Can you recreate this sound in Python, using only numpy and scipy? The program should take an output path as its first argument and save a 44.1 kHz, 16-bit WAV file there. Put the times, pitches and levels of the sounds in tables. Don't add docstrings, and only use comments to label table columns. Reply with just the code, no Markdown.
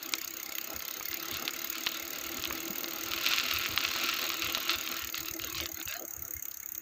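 import sys
import numpy as np
from scipy import signal
from scipy.fft import rfft, irfft
from scipy.io import wavfile
from scipy.ndimage import uniform_filter1d

SR = 44100
rng = np.random.default_rng(int(sys.argv[2]) if len(sys.argv) > 2 else 0)


def transcribe(signal):
    frames = np.atleast_2d(signal).T
    limited = np.clip(frames, -1, 1)
    pcm = np.round(limited * 32767).astype(np.int16)
    wavfile.write(sys.argv[1], SR, pcm)


N = 300321
T = np.arange(N) / SR
CUTOFF_HZ = 16300
FIRST_DROP_TEETH = .973
RUB_PEAK_SHARE = .3


# time in seconds, level in dB.
CHAFE_LEVEL = [(0, -51), (.55, -49), (1.05, -48.5), (1.35, -44), (2.1, -44.5), (2.72, -46.5), (3.0, -44.5),
               (3.25, -35.5), (3.7, -35.5), (4.08, -33), (4.45, -38), (5.04, -40.5), (5.1, -52),
               (5.36, -60), (5.7, -58), (6.08, -69), (6.81, -65.5)]
# start in seconds, length in seconds, level in dB.
RUBS = [(1.3, 0.089, -43), (3.03, .07, -42), (3.11, .06, -37), (3.21, .26, -30.5), (3.5, .06, -32.5),
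        (4.68, .09, -33), (5.13, .11, -39.5), (5.24, .09, -43.5), (5.39, 0.17, -42), (5.54, .15, -36),
        (5.75, .11, -49), (5.865, .14, -39)]
# frequency in Hz, density in dB per Hz.
CHAFE_COLOUR = [(470, -35), (800, -19.5), (940, -21), (1070, -1.5), (1200, -7.5), (1345, 3.5), (1520, -4.5),
                (1950, -5), (2350, -1.5), (2680, 2.5), (3200, -3.5), (3840, -1), (4400, -3), (4900, -9.5),
                (6000, -12), (7800, -18.5), (9500, -40), (12000, -31), (16000, -43)]
# time in seconds, depth in dB.
SWIRL_DEPTH = [(0, 3), (2.8, 1.5), (3.3, 1), (4.7, 2), (5.2, 3), (6, 8), (6.2, 6), (6.8, 5)]

# time in seconds, level in dB.
ROLL_LEVEL = [(0, -57.5), (.26, -63), (.42, -56), (.52, -57), (.85, -55), (1.08, -59.5), (1.38, -50.5),
              (1.7, -53.5), (2.65, -49), (3.3, -50), (3.48, -50), (4.05, -50), (4.9, -51), (5.02, -61),
              (5.18, -58), (5.7, -59), (6.3, -62), (6.81, -71)]
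# start in seconds, length in seconds, level in dB.
JOLTS = [(0.02, 0.19, -52), (.67, 0.12, -47), (.95, .07, -52), (2.49, 0.1, -48), (4.0, 0.073, -44),
         (4.56, .05, -47), (4.69, 0.1, -50.5), (5.42, 0.065, -57), (5.59, 0.075, -48), (5.77, .07, -47.5),
         (5.98, 0.088, -50.5)]
# time in seconds, level in dB.
DRONE_LEVEL = [(0, -52.5), (.55, -56.5), (.88, -62), (1.14, -51), (1.45, -48), (1.75, -52), (2.65, -44.5),
               (3.15, -49), (3.35, -54), (4.05, -49), (4.95, -51), (5.09, -61), (5.3, -47), (5.7, -52.5),
               (5.92, -72), (6.3, -59), (6.6, -76), (6.81, -59)]
# frequency in Hz, density in dB per Hz.
ROLL_COLOUR = [(90, -30), (150, -3.5), (200, -7.5), (255, 7.5), (300, 1.5), (400, 1.5), (450, 0),
               (500, 3.5), (570, 0), (667, 6), (730, -8), (794, 3), (930, -10), (1100, -4), (1350, 4),
               (1800, -28)]
TYRE_COLOUR = [(30, -25), (120, -6), (300, 0), (500, -12), (950, -12), (1200, 3), (1350, 3), (1550, 5),
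               (2700, -3), (4500, -35), (6600, 10), (9500, -42), (12000, -3), (14600, 4.5), (16000, -34)]

# start in seconds, length in seconds, level in dB.
GUSTS = [(0.73, 0.081, -55), (1.092, 0.033, -54), (1.31, 0.07, -47), (2.377, 0.053, -48),
         (2.47, 0.09, -51.5), (3.038, 0.035, -51), (3.096, 0.049, -56), (3.149, 0.033, -54),
         (3.52, 0.125, -50), (3.678, 0.1, -47.5), (3.855, 0.071, -53), (4.419, 0.12, -50.5),
         (4.745, 0.067, -51), (5.014, 0.092, -54), (5.174, 0.083, -48.5), (5.299, 0.043, -51),
         (5.389, 0.13, -53), (5.513, 0.17, -48), (5.72, 0.047, -51), (5.858, 0.054, -52),
         (6.16, 0.12, -51.5), (6.35, 0.055, -51)]
# frequency in Hz, density in dB per Hz.
WIND_COLOUR = [(15, -15), (35, -22), (55, -3.5), (72, 5), (100, 0.5), (150, -9.5), (250, -24), (500, -34)]

# time in seconds, teeth passing per second.
TOOTH_RATE = [(0.0, 32.066), (0.5, 32.748), (1.0, 34.439), (1.5, 36.199), (2.1, 37.332), (2.7, 39.229),
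              (3.3, 39.976), (3.9, 39.986), (4.5, 38.574), (5.2, 37.818), (5.8, 36.168), (6.3, 34.62),
              (6.81, 33.289)]
# high ring in dB, low ring in dB.
TOOTH_WEAR = [(1.5, 0), (-0.7, -1), (0.5, 2.5), (-0.3, -1), (0, 1.0), (2, 0.0), (-0.9, 0), (1, 1.5),
              (0.2, 2.5), (-0.7, -1), (0, -1.5), (-1.5, 2), (0.5, 0), (0.2, 1), (1.5, -1), (1, -0.3),
              (-0.5, 0.5), (2.5, 2.5), (1, 1.5), (0.5, -2.5)]
# time in seconds, force in dB over a usual tick.
HARD_TICKS = [(0.584, 6), (0.882, 4), (0.912, 3), (1.057, 5.5), (1.086, 5), (1.143, 7), (1.314, 4),
              (1.646, 6.8), (1.701, 9), (2.528, 5), (2.707, 5.4), (2.784, 6), (3.263, 5), (3.288, 6),
              (3.538, 7.5), (3.588, 6.5), (4.039, 4.9), (4.293, 5.4), (6.31, 3), (6.339, 6), (6.484, 5),
              (6.721, 4.1), (6.781, 6)]
# frequency in Hz, density in dB per Hz.
PAWL_LOW = [(4000, -62), (5500, -31), (5950, -5.5), (6170, -19), (6380, -0.5), (6560, 2.5), (6850, -3.5),
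            (7200, -12), (7520, -14), (7850, -16.5), (8500, -19.5), (9000, -27), (9500, -61), (11500, -30)]
PAWL_HIGH = [(9500, -30.5), (11400, -46), (12200, -23), (12850, -5.5), (13600, -8.5), (14350, 6.5),
             (14750, 2.5), (15200, -7), (15700, -16), (16100, -59), (16600, -45)]
PAWL_SLIDE = [(900, -38), (1350, -19), (1750, -5), (2000, -9), (2120, 8.5), (2270, -13.5), (2450, -21),
              (3500, -39), (6500, -29), (9000, -52)]
PAWL_SQUEAK = [(2500, -20.5), (3800, -13), (4350, -4), (4500, -7), (4720, 2.5), (4980, -20), (5220, -1),
               (5500, -12.5), (6500, -13), (9000, -49)]
# time in seconds, low squeak in dB, high squeak in dB.
DRYNESS = [(0, -48.5, -45), (.9, -46, -45.5), (1.3, -45, -44), (2.6, -46, -47), (5.6, -50.5, -48.5),
           (6.0, -59.5, -62), (6.81, -60, -67)]
# start in seconds, length in seconds, low squeak in dB, high squeak in dB.
SQUEALS = [(.17, .03, -38, -46), (.44, .16, -43, -45), (1.04, .12, -41.5, -43.5), (5.76, .08, -46.5, -58),
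           (6.33, .08, -46, -69), (6.5, .08, -67, -54.5), (6.615, .03, -47, -64)]

# time in seconds, peak in dB, nominal brightness in Hz.
CRACKS = [(0.1376, -6.5, 5200), (0.5846, -18, 3100), (1.1305, -18.5, 3680), (1.4789, -11.5, 3100),
          (1.8648, -16, 4500), (1.8692, -10, 2710), (1.873, -13, 3560), (2.4397, -14.5, 4060),
          (2.4548, -14.5, 3300), (2.5096, -19.5, 1980), (2.8438, -15.5, 3900), (3.1358, -12, 3320),
          (3.2648, -9.5, 3030), (3.3358, -9.5, 3220), (3.3837, -10.5, 4000), (3.5127, -11.5, 3750),
          (3.6601, -14, 3200), (3.7768, -6, 2870), (3.8508, -10, 3160), (4.4219, -14.5, 4330),
          (4.5492, -9, 3620), (4.695, -8.5, 3700), (4.7177, -17, 3600), (4.9245, -21, 4470),
          (5.0403, -21, 3700), (5.1445, -16, 3560), (5.1779, -26, 3620), (5.2853, -22, 4120),
          (5.398, -20, 3100), (5.583, -21.5, 3620), (5.6585, -15, 4370), (5.8768, -21.5, 3370),
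          (6.7542, -31.5, 4500)]
# time in seconds, peak in dB.
KNOCKS = [(1.009, -26.5), (1.869, -21), (2.508, -25), (3.309, -24.5), (3.511, -30), (3.776, -30),
          (3.961, -22.5), (4.573, -21), (4.692, -29)]
# nominal frequency in Hz, level in dB, time to fall 60 dB in seconds.
CASE_MODES = [(341, -42, .12), (686, -43, 0.038), (840, -17, 0.033), (1120, -5, 0.038), (1330, -0.5, 0.046),
              (1850, 2.5, 0.0041), (2560, 6, 0.013)]

# time in seconds, level in dB, lower resonance in Hz, upper resonance in Hz.
SWISH = [(5.85, -78, 520, 1397), (5.89, -58, 567, 1370), (5.95, -43.5, 680, 1310), (6.02, -58, 770, 1216),
         (6.06, -61, 660, 1190), (6.1, -80, 680, 1220)]


def amp(db):
    return 10 ** (np.asarray(db) / 20)


def unit(x):
    return x / np.sqrt(np.mean(x ** 2) + 1e-20)


def curve(rows, axis=1):
    rows = np.asarray(rows)
    return np.interp(T, rows[:, 0], rows[:, axis])


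def add(mix, s, sound):
    part = mix[max(round(s * SR), 0):][:len(sound)]
    part += sound[:len(part)]


def response(points, size=4096):
    hz, db = np.transpose(points)
    bins_hz = abs(np.fft.fftfreq(size, 1 / SR)) + 1
    log_gain = np.log(amp(np.interp(np.log(bins_hz), np.log(hz), db)))
    ring = np.fft.ifft(np.exp(np.conj(signal.hilbert(log_gain)))).real[:size // 2]
    return ring / np.linalg.norm(ring)


def coloured(x, points):
    return unit(signal.oaconvolve(x, response(points))[:N])


def wander(hz):
    spectrum = rfft(rng.standard_normal(N))
    return unit(irfft(spectrum * (np.fft.rfftfreq(N, 1 / SR) < hz), N))


def swells(rows, peak_share):
    gain = np.zeros(N)
    for start, length, db in rows:
        top = start + length * peak_share
        phase = np.interp(T, [start, top, start + length], [0, np.pi / 2, np.pi])
        gain += amp(db) * np.sin(phase)
    return gain


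def swirl(x, span_hz=260, span_s=0.043, size=1024):
    hop = size // 4
    z = signal.stft(x, nperseg=size, noverlap=size - hop)[2]
    bins = max(round(span_hz * size / SR), 1)
    frames = max(round(span_s * SR / hop), 1)
    field = rng.standard_normal(z.shape)
    for _ in range(2):
        field = uniform_filter1d(field, bins, axis=0)
        field = uniform_filter1d(field, frames, axis=1)
    depth_db = np.interp(np.linspace(0, N / SR, z.shape[1]), *np.transpose(SWIRL_DEPTH))
    gain = amp(depth_db * np.minimum(unit(field), 2))
    gain /= np.sqrt(np.mean(gain ** 2, axis=0))
    return signal.istft(z * gain, nperseg=size, noverlap=size - hop)[1][:N]


def whistle(hz, width_hz):
    r = np.exp(-np.pi * width_hz / SR)
    noise = rng.standard_normal(N) + 1j * rng.standard_normal(N)
    fuzz = signal.lfilter([1], [1, -2 * r, r * r], noise)
    carrier = np.exp(2j * np.pi * np.cumsum(hz * np.ones(N)) / SR)
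    return unit((fuzz * carrier).real)


def grip_db():
    return 20 * np.log10(np.hypot(amp(curve(CHAFE_LEVEL)), swells(RUBS, RUB_PEAK_SHARE)))


def chafing():
    grains_per_s, size_db, largest = 1700, 4.5, 3.4
    rasp_db, rasp_decay_s, hiss_gain = -22, 0.0034, 0.35
    bite_per_db, bite_hz = 0.023, 1900

    struck = rng.random(N) < grains_per_s / SR
    sizes = amp(size_db * np.minimum(rng.exponential(1, N), largest))
    snaps = struck * sizes * rng.choice([-1, 1], N)
    rasp_power = signal.lfilter([1], [1, -np.exp(-2 / (rasp_decay_s * SR))], snaps ** 2)
    rasp = np.sqrt(rasp_power) * rng.standard_normal(N)
    grains = unit(snaps + amp(rasp_db) * rasp)
    hiss = hiss_gain * rng.standard_normal(N)
    flutter = amp(0.62 * wander(45))
    rustle = swirl(coloured((grains + hiss) * flutter, CHAFE_COLOUR))

    pressure_db = grip_db() + 0.96 * wander(10)
    dullness = np.clip(bite_per_db * (np.median(pressure_db) - pressure_db), -1, 1)
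    lows = signal.sosfiltfilt(signal.butter(2, bite_hz, fs=SR, output="sos"), rustle)
    return amp(pressure_db) * (rustle + dullness * lows)


def road():
    roll_db, drone_db, drone_jolt_db, tyre_db = 0.5, -2.0, -2, -56
    drone_hz, drone_width_hz = 333, 30

    jolts = swells(JOLTS, peak_share=0.46)
    rolling = np.hypot(amp(curve(ROLL_LEVEL) + 2.0 * wander(9)), jolts)
    rumble = swirl(coloured(rng.standard_normal(N), ROLL_COLOUR), span_hz=130)
    roll = amp(roll_db) * rolling * rumble
    shaking = np.hypot(amp(curve(DRONE_LEVEL) + drone_db), amp(drone_jolt_db) * jolts)
    drone = shaking * whistle(drone_hz, drone_width_hz)
    hiss = amp(tyre_db + 0.5 * wander(7.5)) * coloured(rng.standard_normal(N), TYRE_COLOUR)
    return roll + drone + hiss


def wind():
    gust_db, breeze_db, speed_power = 1.0, -69.0, 4
    speed = curve(TOOTH_RATE)
    breeze = amp(breeze_db + 3.0 * wander(8)) * (speed / speed.mean()) ** speed_power
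    strength = np.hypot(breeze, amp(gust_db) * swells(GUSTS, peak_share=0.3))
    return strength * coloured(rng.standard_normal(N), WIND_COLOUR)


def squeak_levels(s):
    for start, length, low_db, high_db in SQUEALS:
        if start <= s <= start + length:
            return low_db, high_db
    when, low, high = np.transpose(DRYNESS)
    return np.interp(s, when, low), np.interp(s, when, high)


def freewheel(size=2048):
    high_db, low_db, squeak_trim_db = -40.0, -43.0, -2
    force_spread_db, low_spread_db, squeak_spread_db, hub_spread_db = 1.5, 1.3, 2.5, 5.0
    low_follow, hub_follow = 0.085, 0.97
    hub_db, hub_hz, hub_t60 = -53, 14750, 0.14
    lead, attack, chatter, settle = 0.0029, 0.0023, 0.0022, 0.0019
    tail_db, tail_s = -20, 0.028
    slide_lead, slide_width = 0.00078, 0.0047
    chatter_spread, detune_hz = 0.24, 75
    before, tick_length = .006, .01

    passed = np.cumsum(curve(TOOTH_RATE)) / SR
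    times = np.interp(np.arange(FIRST_DROP_TEETH, passed[-1]), passed, T)
    high_wear, low_wear = np.array(TOOTH_WEAR)[np.arange(len(times)) % len(TOOTH_WEAR)].T
    chance = rng.standard_normal((len(times), 7))
    force_db = high_wear + force_spread_db * chance[:, 0]
    for s, db in HARD_TICKS:
        force_db[np.argmin(abs(times - s))] = db

    t = np.arange(size) / SR - before
    since = np.maximum(t + lead, 0)
    sliding = np.exp(-abs(t + slide_lead) / slide_width)
    after = np.arange(0, hub_t60, 1 / SR)
    hub_envelope = amp(-60 * after / hub_t60) * np.minimum(after / chatter, 1)
    hub = hub_envelope * np.sin(2 * np.pi * hub_hz * after)
    spectra = (PAWL_HIGH, PAWL_LOW, PAWL_SLIDE, PAWL_SQUEAK)
    rings = [signal.hilbert(response(part, size=1024)) for part in spectra]

    out = np.zeros(N)
    for tooth, (s, force, luck) in enumerate(zip(times, force_db, chance)):
        bounce_time = since * np.exp(chatter_spread * luck[3])
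        bouncing = np.exp(-np.maximum(bounce_time - chatter, 0) / settle)
        bouncing = (bouncing + amp(tail_db) * np.exp(-since / tail_s)) * np.minimum(since / attack, 1)
        detune = np.exp(2j * np.pi * detune_hz * luck[4] * t[:len(rings[0])])
        low_squeak, high_squeak = squeak_levels(s)
        levels = (high_db + force,
                  low_db + low_wear[tooth] + low_follow * force + low_spread_db * luck[1],
                  squeak_trim_db + low_squeak + squeak_spread_db * luck[5],
                  squeak_trim_db + high_squeak + squeak_spread_db * luck[6])
        contacts = (bouncing, bouncing, sliding, sliding)
        for contact, ring, db in zip(contacts, rings, levels):
            tick = np.convolve(contact * rng.standard_normal(size), (ring * detune).real)
            tick *= np.sqrt(SR * tick_length) / np.linalg.norm(tick)
            add(out, s - before, amp(db) * tick)
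        add(out, s - lead, amp(hub_db + hub_follow * force + hub_spread_db * luck[2]) * hub)
    return out


def small_cracks():
    per_s, peak_db, hz = 8, -24, 3600
    rate_follow, level_follow = .6, 0.49
    spread_db, hz_spread, count = 3.0, 0.078, 400

    firmness = grip_db()
    firmness = firmness - np.median(firmness)
    due = np.cumsum(per_s * amp(rate_follow * firmness)) / SR
    turn = np.arange(count) + rng.random(count)
    luck = rng.standard_normal((count, 2))
    times = np.interp(turn, due, T)
    levels = peak_db + level_follow * np.interp(times, T, firmness) + spread_db * luck[:, 0]
    brightness = hz * np.exp(hz_spread * luck[:, 1])
    return np.column_stack([times, levels, brightness])[turn < due[-1]]


def case_ring(size=4096):
    t = np.arange(size) / SR
    ring = np.zeros(size)
    for hz, db, t60 in CASE_MODES:
        mode_hz = hz * rng.uniform(0.87, 1.02)
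        ring += amp(db - 60 * t / t60) * np.sin(2 * np.pi * mode_hz * t)
    return ring / abs(ring).max()


def cracks(size=4096):
    pitch, cycles = 0.99, 0.55
    ring_db, rasp_db, knock_db = -14, -16, 1.5
    rasp_decay, onset = 0.0024, .001

    out = np.zeros(N)
    t = np.arange(size) / SR - onset
    for s, db, hz in [*CRACKS, *small_cracks()]:
        turns = t * hz * pitch
        snap = -np.cos(2 * np.pi * turns) * np.exp(-(turns / cycles) ** 2)
        burst = rng.standard_normal(size) * (t > 0) * np.exp(-abs(t) / rasp_decay)
        rasp = signal.fftconvolve(burst, response(CHAFE_COLOUR, size=512))[:size]
        add(out, s - onset, amp(db) * (snap + amp(rasp_db) * rasp))
        add(out, s, amp(db + ring_db) * case_ring())
    for s, db in KNOCKS:
        add(out, s, amp(db + knock_db) * case_ring())
    return out


def bump(s=2.7, level_db=-36.0, hz=200, rise=0.0052, size=4096):
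    t = np.arange(size) / SR
    envelope = t / rise * np.exp(1 - t / rise)
    out = np.zeros(N)
    add(out, s, amp(level_db) * envelope * np.sin(2 * np.pi * hz * t))
    return out


def swish():
    sounding = (T > SWISH[0][0]) & (T < SWISH[-1][0])
    lower = amp(-3) * whistle(curve(SWISH, axis=2), width_hz=50)
    upper = amp(-8) * whistle(curve(SWISH, axis=3), width_hz=130)
    return sounding * amp(curve(SWISH)) * (lower + upper)


def scene():
    return (freewheel() + chafing() + cracks() + road() + swish() + wind() + bump())[None]


def record(dry):
    lowpass = signal.firwin(511, CUTOFF_HZ, window=("kaiser", 9), fs=SR)
    return signal.oaconvolve(dry, lowpass[None], "same")


dry = scene()
out = record(dry)
transcribe(out)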